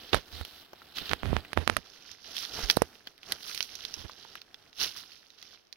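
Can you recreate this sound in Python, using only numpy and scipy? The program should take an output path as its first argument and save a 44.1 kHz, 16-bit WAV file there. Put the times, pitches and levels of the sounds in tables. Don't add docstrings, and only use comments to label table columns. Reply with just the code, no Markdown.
import sys
import numpy as np
from scipy import signal
from scipy.io import wavfile
from scipy.ndimage import uniform_filter1d

SR = 44100
rng = np.random.default_rng(int(sys.argv[2]) if len(sys.argv) > 2 else 0)


def dump_mix(stems):
    frames = np.atleast_2d(stems).T
    limited = np.clip(frames, -1, 1)
    pcm = np.round(limited * 32767).astype(np.int16)
    wavfile.write(sys.argv[1], SR, pcm)


N = 254016
TIME = np.arange(N) / SR
CONTROL_TIME = TIME[::64]

# (time at full weight [s], rise [s], hold [s], crunch [dB], soil [dB], fizz relative to crunch [dB])
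FOOT_PRESSES = [(0.0, .02, .1, -44, -57.5, -14), (0.133, .015, 0.021, -33.5, -50.5, -16.5),
                (0.33, 0.13, .08, -46, -53.5, -8.5), (0.462, 0.054, 0.16, -48.5, -61.5, -9.5),
                (0.811, 0.36, 0.13, -52, -61.5, -12), (0.968, 0.023, 0.012, -30.5, -51, -15),
                (1.058, 0.12, 0.072, -36.5, -54.5, -15), (1.264, 0.3, 0.13, -45, -53.5, -19),
                (1.43, .05, 0.11, -51.5, -57.5, -15), (1.611, .1, 0.16, -49.5, -68, -15),
                (1.85, 0.25, 0.18, -53.5, -63.5, -19), (2.076, .12, 0.057, -49.5, -62.5, -21),
                (2.289, 0.11, .05, -42, -57, -17.5), (2.359, 0.024, 0.079, -37, -58, -11.5),
                (2.561, 0.13, 0.076, -34.5, -45, -16), (2.695, 0.027, 0.012, -34, -47, -10),
                (2.785, .04, 0.17, -64.5, -64, -4.5), (3.065, .01, 0.0091, -51.5, -61.5, -14),
                (3.308, 0.083, 0.012, -40.5, -48, -15), (3.479, 0.12, 0.032, -37.5, -59.5, -9.5),
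                (3.557, 0.017, 0.087, -43.5, -64.5, -8), (3.725, 0.15, 0.29, -44, -60.5, -16.5),
                (4.083, 0.045, 0.29, -50.5, -63, -20.5), (4.546, 0.52, 0.15, -62.5, -66, -15),
                (4.81, 0.041, 0.036, -26.5, -48, -13.5), (4.967, 0.026, 0.02, -39, -65, -12.5),
                (5.122, 0.036, 0.033, -50.5, -75.5, -16.5), (5.409, 0.13, 0.14, -52, -67, -21)]
# (time [s], treble gain [dB])
TREBLE_OPENNESS = [(0, -12.5), (.35, -7.5), (.8, -16.5), (1.45, -21.5), (1.7, -0.5), (3.5, 0.5), (4.1, -2),
                   (5.76, -2)]
# (frequency [Hz], gain [dB])
CRISP_LEFT_EQ = [(200, -17), (900, -17), (1400, -12), (2200, -15), (3000, -2), (4200, -18), (6000, -18.5),
                 (8000, -29.5), (10000, -26), (13000, -14), (16000, -26.5)]
CRISP_RIGHT_EQ = [(200, -46.5), (900, -16), (1400, -8), (2300, -11), (3100, 0.5), (4300, 2.5), (5600, 3.5),
                  (6500, -5), (7600, -33.5), (9000, -32), (10300, -41.5), (13000, -34), (16000, -42.5)]
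FIZZ_LEFT_EQ = [(3000, -46.5), (6000, -11), (8000, -9.5), (10000, -2), (13000, 4.5), (16000, 1)]
FIZZ_RIGHT_EQ = [(3000, -21.5), (6000, 0), (7700, -13), (9000, 0.5), (10300, 4.5), (13000, -1),
                 (16000, -14)]
# (frequency [Hz], gain [dB])
SOIL_EQ = [(25, -2.5), (80, 2.5), (140, -2.5), (250, 0.5), (430, 2), (560, -3.5), (750, 0.5), (1000, -7),
           (1400, -2.5), (2200, -8), (5000, -24)]
# (time [s], level [dB], pitch [Hz], tear decay [s], relative splinter hiss [dB], left trim [dB])
BIG_SNAPS = [(0.1313, -17, 3130, 0.00016, -33, -13), (0.45, -35, 3430, 0.0019, -12.5, -4),
             (0.7328, -40.5, 780, 0.00048, -50, 1), (0.8187, -47, 1380, 0.00072, -43, 0.5),
             (0.97, -35, 3700, .0017, -35, -4), (0.9843, -27.5, 2850, 0.00024, -35, -13),
             (1.094, -27, 3660, 0.00077, -45, -13), (1.1152, -24.5, 1700, 0.00041, -36, -30),
             (1.4491, -43, 2210, 0.0004, -39, 2), (2.1154, -37, 5850, 0.00055, -16.5, -28),
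             (2.3669, -26.5, 3640, 0.0031, -15, -25), (2.381, -28, 3650, 0.00066, -29, -29),
             (2.451, -29.5, 3970, .0015, -20.5, -28), (2.5907, -34.5, 786, .00045, -31, -4),
             (2.6997, -10, 3580, 0.0005, -34, -4.5), (2.7109, -21, 5000, 0.00034, -9.5, -11),
             (2.7681, -25.5, 4600, .0014, -4, -14), (3.0716, -34, 3580, 0.0026, -34, -2.5),
             (3.179, -50, 3680, .0013, -13, -7), (3.2313, -41, 3350, .002, -24, -5),
             (3.3217, -20.5, 4030, 0.00093, -8.5, -4), (3.5467, -29.5, 5000, 0.004, -6.5, -19),
             (3.5766, -27, 4500, 0.00082, -13.5, -22), (3.606, -20, 3530, 0.00055, -22, -16),
             (3.6273, -24.5, 5000, 0.00091, -15, -16), (3.754, -32.5, 6100, 0.0015, -13.5, -20),
             (3.851, -26.5, 4200, 0.00019, -23, -16), (3.94, -27, 5970, 0.00056, -28, -14),
             (4.0963, -40, 1260, 0.00044, -25, -0.5), (4.25, -43, 1010, 0.00068, -30, -23),
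             (4.3539, -37, 1770, 0.0016, -15.5, -0.5), (4.417, -40, 3930, 0.0014, -36, -5.5),
             (4.5434, -38, 3700, 0.0014, -30, -8.5), (4.729, -48.5, 3800, 0.0018, -39, -4),
             (4.8133, -27.5, 3000, 0.004, -24, -8), (4.9765, -45, 3250, .0006, -11, -10),
             (5.3033, -46.5, 4400, .0008, -38, -9), (5.4267, -39, 4240, 0.00025, -20, -5.5),
             (5.7267, -36, 4930, 0.0017, -24, -14)]
# (frequency [Hz], gain [dB])
SNAP_LEFT_EQ = [(100, 2), (600, 6.5), (1400, 8), (2900, 1), (4200, -15), (6000, -13), (8000, -12),
                (12000, -4), (16000, 8.5)]
SNAP_RIGHT_EQ = [(100, 0.5), (600, 1.5), (1400, -2.5), (3200, 1.5), (5800, 1), (6600, -3), (7600, -24),
                 (10300, -21.5), (16000, -11.5)]
# (time [s], length [s], level [dB], pitch [Hz], bandwidth [Hz])
SHOE_SCUFFS = [(0.32, 0.22, -43.5, 3930, 900), (0.949, 0.079, -41, 3700, 1500),
               (1.062, 0.085, -46.5, 3820, 1200), (2.346, 0.14, -39.5, 3600, 1205),
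               (2.562, 0.033, -50, 1480, 600), (3.305, 0.054, -47, 1530, 700),
               (3.485, 0.051, -50, 1370, 350), (4.796, 0.071, -42, 1420, 600)]
# (time [s], level [dB], contact time [s], relative rattle [dB], stick pitch [Hz])
MIC_KNOCKS = [(0.1325, -8.5, 0.00036, -35, 697), (0.135, -6.5, 0.00026, -29, 2940),
              (0.1436, -8, 0.0003, -41, 720), (0.1453, 0, 0.00023, -10, 1230),
              (0.4124, -22, 0.00029, -7.5, 1340), (1.113, -9.5, 0.00012, -25, 1800),
              (1.1337, -.5, 0.00012, -22.5, 1280), (1.2329, -11.5, 0.00019, -35, 1400),
              (1.2572, -15, 0.00013, -32, 1300), (1.3303, -8.5, 0.00054, -40, 600),
              (1.3665, -3.5, 0.00014, -59, 1410), (1.5321, -10.5, 0.00012, -13.5, 1620),
              (1.5749, 0, .00021, -36, 1240), (1.6766, 1.5, .00011, -17.5, 1150),
              (1.6984, 0.5, 0.00014, -17, 1300), (1.7672, -3.5, 0.00011, -5.5, 1270),
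              (1.7688, -14, 0.00023, -10, 1900), (2.7714, -2, 0.00042, -14.5, 470),
              (2.82, -1, 0.00037, -8.5, 448)]
# (frequency [Hz], bandwidth [Hz], gain [dB])
HOUSING_MODES = [(605, 140, -5), (1900, 3500, -13.5), (4200, 730, -13), (9400, 2200, -15)]
# (time [s], hold [s], boom [dB], scrape [dB])
MIC_RUBS = [(0.135, 0.032, -39, -28.5), (0.332, 0.092, -46, -62), (1.017, 0.006, -40, -44),
            (1.109, 0.023, -34, -36.5), (1.239, 0.14, -27.5, -39), (1.574, 0.011, -22, -32),
            (1.608, 0.023, -36.5, -39), (1.672, 0.064, -38, -41), (1.769, 0.012, -35.5, -44),
            (2.588, 0.016, -49.5, -42.5), (2.762, 0.077, -44.5, -48), (3.97, 0.047, -48, -50),
            (4.047, 0.0084, -42, -44.5)]
# (frequency [Hz], gain [dB])
BOOM_EQ = [(20, -17), (45, -9.5), (62, -5), (78, 5), (98, -6), (130, -14.5), (250, -13), (800, -71.5)]
SCRAPE_EQ = [(40, -11), (150, -3.5), (400, -1), (900, -7.5), (1600, -9.5), (3000, -13), (6000, -26.5),
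             (7600, -34.5), (10000, -27.5), (16000, -41.5)]
# (time [s], level [dB], pitch [Hz])
CAMERA_BUMPS = [(0.147, -28.5, 45.5), (0.409, -29, 78), (2.632, -25, 44.6), (4.046, -31, 81)]
# (frequency [Hz], gain [dB])
AIR_EQ = [(25, -10), (100, -7.5), (450, -2.5), (1000, -10.5), (1400, -9), (2200, -12.5), (3200, -12),
          (5500, -13), (7600, -34), (11000, -25.5), (16000, -26.5)]


def leaves(bands=10):
    crunch_db, _, fizz_db = tread()
    flakes, fine = np.zeros((2, 2, N))
    for hz in np.geomspace(1100, 12000, bands):
        breaks = cracks(per_s=230, spread_db=2)
        ears = breaks + 0.9 * jostle(breaks, t60=0.022)
        flakes += unit_rms(ring(ears, hz, quality=3.1)) * np.sqrt(hz / 4000)
        fine += ears
    crisp = unit_rms(np.array([eq(flakes[0], CRISP_LEFT_EQ), eq(flakes[1], CRISP_RIGHT_EQ)]))
    treble = signal.sosfiltfilt(signal.butter(4, 4600, "high", fs=SR, output="sos"), crisp)
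    crisp += (gain_of(openness()) - 1) * treble
    fizz = unit_rms(np.array([eq(fine[0], FIZZ_LEFT_EQ), eq(fine[1], FIZZ_RIGHT_EQ)]))
    fizz[1] *= gain_of(np.interp(TIME, [1.45, 1.7], [-14.5, 0]))
    force = gain_of(crunch_db) * jerks(depth_db=0.96)
    return force * (gain_of(-2.5) * crisp + gain_of(fizz_db + 0.5) * fizz)


def tread():
    *_, crunch_db, soil_db, fizz_db = np.transpose(FOOT_PRESSES)
    crunch = summed_db(presses(tail_db=-18.5), crunch_db)
    ground = summed_db(presses(tail_db=-10.5), soil_db)
    fizz = summed_db(presses(tail_db=-20), crunch_db + fizz_db)
    return crunch, ground, fizz - crunch


def presses(tail_db):
    envelopes = []
    for s, rise, hold, *_ in FOOT_PRESSES:
        crush = swell(s, rise, hold, release_db_per_s=222.5)
        spring_back = gain_of(tail_db) * swell(s, rise, hold, release_db_per_s=39)
        envelopes.append(np.maximum(crush, spring_back))
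    return envelopes


def jerks(depth_db, size=500):
    wobble = uniform_filter1d(uniform_filter1d(rng.standard_normal(N), size), size)
    return gain_of(depth_db * unit_rms(wobble))


def openness():
    return np.interp(TIME, *np.transpose(TREBLE_OPENNESS))


def cracks(per_s, spread_db, cap=3.46):
    at = np.flatnonzero(rng.random(N) < per_s / SR)
    strength, sign = rng.random((2, N))[:, at]
    level_db = spread_db * np.minimum(-np.log(1 - strength), cap)
    clicks = np.zeros(N)
    clicks[at] = np.sign(sign - 0.5) * gain_of(level_db)
    return unit_rms(clicks)


def jostle(breaks, t60):
    decay = np.exp(-2 * np.log(1000) / (t60 * SR))
    energy = signal.lfilter([1], [1, -decay], breaks ** 2 + 1e-12)
    return unit_rms(np.sqrt(energy) * (rng.random((2, N)) - 0.5))


def soil():
    _, soil_db, _ = tread()
    centre = cracks(per_s=900, spread_db=2)
    grains = [centre + 0.49 * cracks(per_s=1500, spread_db=0.5) for _ in range(2)]
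    crush = np.array([unit_rms(eq(side, SOIL_EQ)) for side in grains])
    return crush * gain_of(soil_db) * gain_of([[0.3], [1.5]])


def twigs(size=2600):
    t, out = TIME[:size], np.zeros((2, N))
    splinter_band = signal.butter(3, [8300, 15000], "band", fs=SR, output="sos")
    burst_gain = np.sqrt(0.005 * SR / size)
    for s, db, hz, tear, splinter_db, left_db in BIG_SNAPS + small_twigs():
        tearing = 0.32 * np.exp(-t / tear) + 0.14 * np.exp(-t / 0.0031)
        fibres = rng.standard_normal((3, size)) * tearing
        for side, (tone, side_db) in enumerate([(SNAP_LEFT_EQ, left_db), (SNAP_RIGHT_EQ, 0)]):
            crack = 1.27 * (t == 0) + fibres[2] + 1.1 * fibres[side]
            body = ring(ring(crack, hz, quality=1), hz, quality=1)
            modes = 1.5 * ring(crack, hz * 0.905, quality=7) + 0.6 * ring(crack, hz * 0.505, quality=4)
            wood = unit_rms(eq(body + modes + 0.2 * crack, tone, size=512))
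            splinters = gain_of(splinter_db) * unit_rms(signal.sosfilt(splinter_band, crack))
            add(out[side], s, (wood + splinters) * gain_of(db + side_db) * burst_gain)
    echoes = np.array([trunk_echoes(side, t60=0.05) for side in out])
    return gain_of(-1) * out + gain_of(-15.5) * echoes


def small_twigs(count=30, tear_s=0.0008, splinter_db=-22, left_db=-7.5):
    crunch_db, _, _ = tread()
    level_db = crunch_db + openness() / 2 + 2
    snaps = []
    for when, strength, thinness in rng.random((count, 3)):
        at = int(when * N)
        db = level_db[at] + 3 * (2 * strength - 1)
        hz = 3900 * 2 ** (0.3 * (2 * thinness - 1))
        snaps.append((TIME[at], db, hz, tear_s, splinter_db, left_db))
    return snaps


def trunk_echoes(x, t60, size=12000):
    t = TIME[:size]
    taps = rng.standard_normal(size) * (rng.random(size) < 0.12)
    taps *= gain_of(-60 * t / t60) * (t > 0.001)
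    return signal.oaconvolve(x, taps / np.linalg.norm(taps))[:N]


def scuffs(size=16000):
    out = np.zeros((2, N))
    slips = np.array([cracks(per_s=1200, spread_db=3.5) for _ in range(3)])
    for s, length, db, hz, width in SHOE_SCUFFS:
        age = TIME[:size] / (length / 5)
        stroke = gain_of(db) * age * np.exp(1 - age)
        drive = slips[:, round(s * SR):][:, :size]
        left_db = -2 - 5 * np.log2(hz / 1300)
        for side, side_db in enumerate([left_db, 0]):
            rasp = ring(ring(drive[2] + drive[side], hz, hz / width), hz, 0.5 * hz / width)
            add(out[side], s, gain_of(side_db) * stroke * unit_rms(rasp))
    return out


def ticks(bands=6):
    crunch_db, _, _ = tread()
    stalks = np.zeros((2, N))
    for hz in np.geomspace(1400, 5000, bands):
        breaks = cracks(per_s=12, spread_db=4, cap=2)
        ears = breaks + 0.8 * jostle(breaks, t60=0.01)
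        stalks += ring(ring(ears, hz, quality=1.7), hz, quality=1)
    ticking = np.array([gain_of(-10.5) * eq(stalks[0], SNAP_LEFT_EQ), eq(stalks[1], SNAP_RIGHT_EQ)])
    level_db = -58 + 0.6 * (crunch_db - crunch_db.mean()) + openness()
    return unit_rms(ticking) * gain_of(level_db)


def knocks(size=2400, lead_s=0.0054):
    t, out = TIME[:size] - lead_s, np.zeros(N)
    before, after = np.minimum(t, 0), np.maximum(t, 0)
    burst_gain = np.sqrt(0.00044 * SR / size)
    for s, db, contact, rattle_db, stick_hz in MIC_KNOCKS:
        push = np.exp(before / contact - (after / (0.7 * contact)) ** 2)
        rebound = (1 - np.exp(-(after / contact) ** 2)) * np.exp(-after / (1.09 * contact))
        chatter = rng.standard_normal(size) * (t > 0) * np.exp(-after / 0.0022)
        housing = sum(gain_of(mode_db) * ring(chatter, hz, hz / width)
                      for hz, width, mode_db in HOUSING_MODES)
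        stick = np.sin(2 * np.pi * stick_hz * after) * np.exp(-after * stick_hz / 2.1)
        hardness = min(1, (0.00049 / contact) ** 1.8)
        rattle = (0.64 * hardness * unit_rms(housing) + 0.72 * unit_rms(stick)) * burst_gain
        add(out, s - lead_s, gain_of(db) * (rebound - push + gain_of(rattle_db) * rattle))
    out = signal.sosfilt(signal.butter(8, 12300, fs=SR, output="sos"), out)
    return signal.sosfilt(signal.butter(2, 70, "high", fs=SR, output="sos"), out)


def rubbing(rise_s=0.013):
    strokes = [swell(s, rise_s, hold, release_db_per_s=651) for s, hold, *_ in MIC_RUBS]
    *_, boom_db, scrape_db = np.transpose(MIC_RUBS)
    rumble = signal.hilbert(eq(rng.standard_normal(N), BOOM_EQ, size=8192))
    boom = unit_rms(rumble.real / abs(rumble) ** 0.47)
    scrape = unit_rms(eq(cracks(per_s=2400, spread_db=0), SCRAPE_EQ))
    return gain_of(summed_db(strokes, boom_db)) * boom + gain_of(summed_db(strokes, scrape_db)) * scrape


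def bumps(size=5000):
    out = np.zeros(N)
    for s, db, hz in CAMERA_BUMPS:
        half_cycles = 2 * hz * TIME[:size]
        envelope = gain_of(db) * half_cycles * np.exp(1 - half_cycles)
        add(out, s, -envelope * np.sin(np.pi * half_cycles))
    return out


def forest_air():
    return gain_of(-68) * np.array([unit_rms(eq(rng.standard_normal(N), AIR_EQ)) for _ in range(2)])


def swell(s, rise, hold, release_db_per_s):
    early, late = np.maximum(s - CONTROL_TIME, 0), np.maximum(CONTROL_TIME - s - hold, 0)
    return gain_of(-20 * early / rise - release_db_per_s * late)


def summed_db(swells, levels_db):
    power = gain_of(levels_db) ** 2 @ np.square(swells)
    return np.interp(TIME, CONTROL_TIME, 10 * np.log10(power + 1e-14))


def eq(x, points, size=2048):
    hz, db = np.transpose(points)
    bin_hz = abs(np.fft.fftfreq(size, 1 / SR))
    log_gain = np.log(gain_of(np.interp(np.log(bin_hz + 1), np.log(hz), db)))
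    taps = np.fft.ifft(np.exp(np.conj(signal.hilbert(log_gain)))).real
    return signal.oaconvolve(x, taps[:size // 2])[:len(x)]


def ring(x, hz, quality):
    return signal.lfilter(*signal.iirpeak(min(hz, SR / 3), max(quality, 1), fs=SR), x)


def gain_of(db):
    return 10 ** (np.asarray(db) / 20)


def unit_rms(x):
    return x / np.sqrt(np.mean(x ** 2) + 1e-20)


def add(mix, s, sound):
    part = mix[max(round(s * SR), 0):][:len(sound)]
    part += sound[:len(part)]


def scene():
    steps = leaves() + soil() + scuffs() + twigs() + ticks()
    touches = knocks() + rubbing() + bumps()
    return steps + forest_air() + touches * gain_of([[-30], [0]])


def record(dry):
    low_pass = signal.firwin(255, 15950, window=("kaiser", 8), fs=SR)
    return signal.oaconvolve(np.clip(dry, -1, 1), low_pass[None], "same")


dry = scene()
out = record(dry)
dump_mix(out)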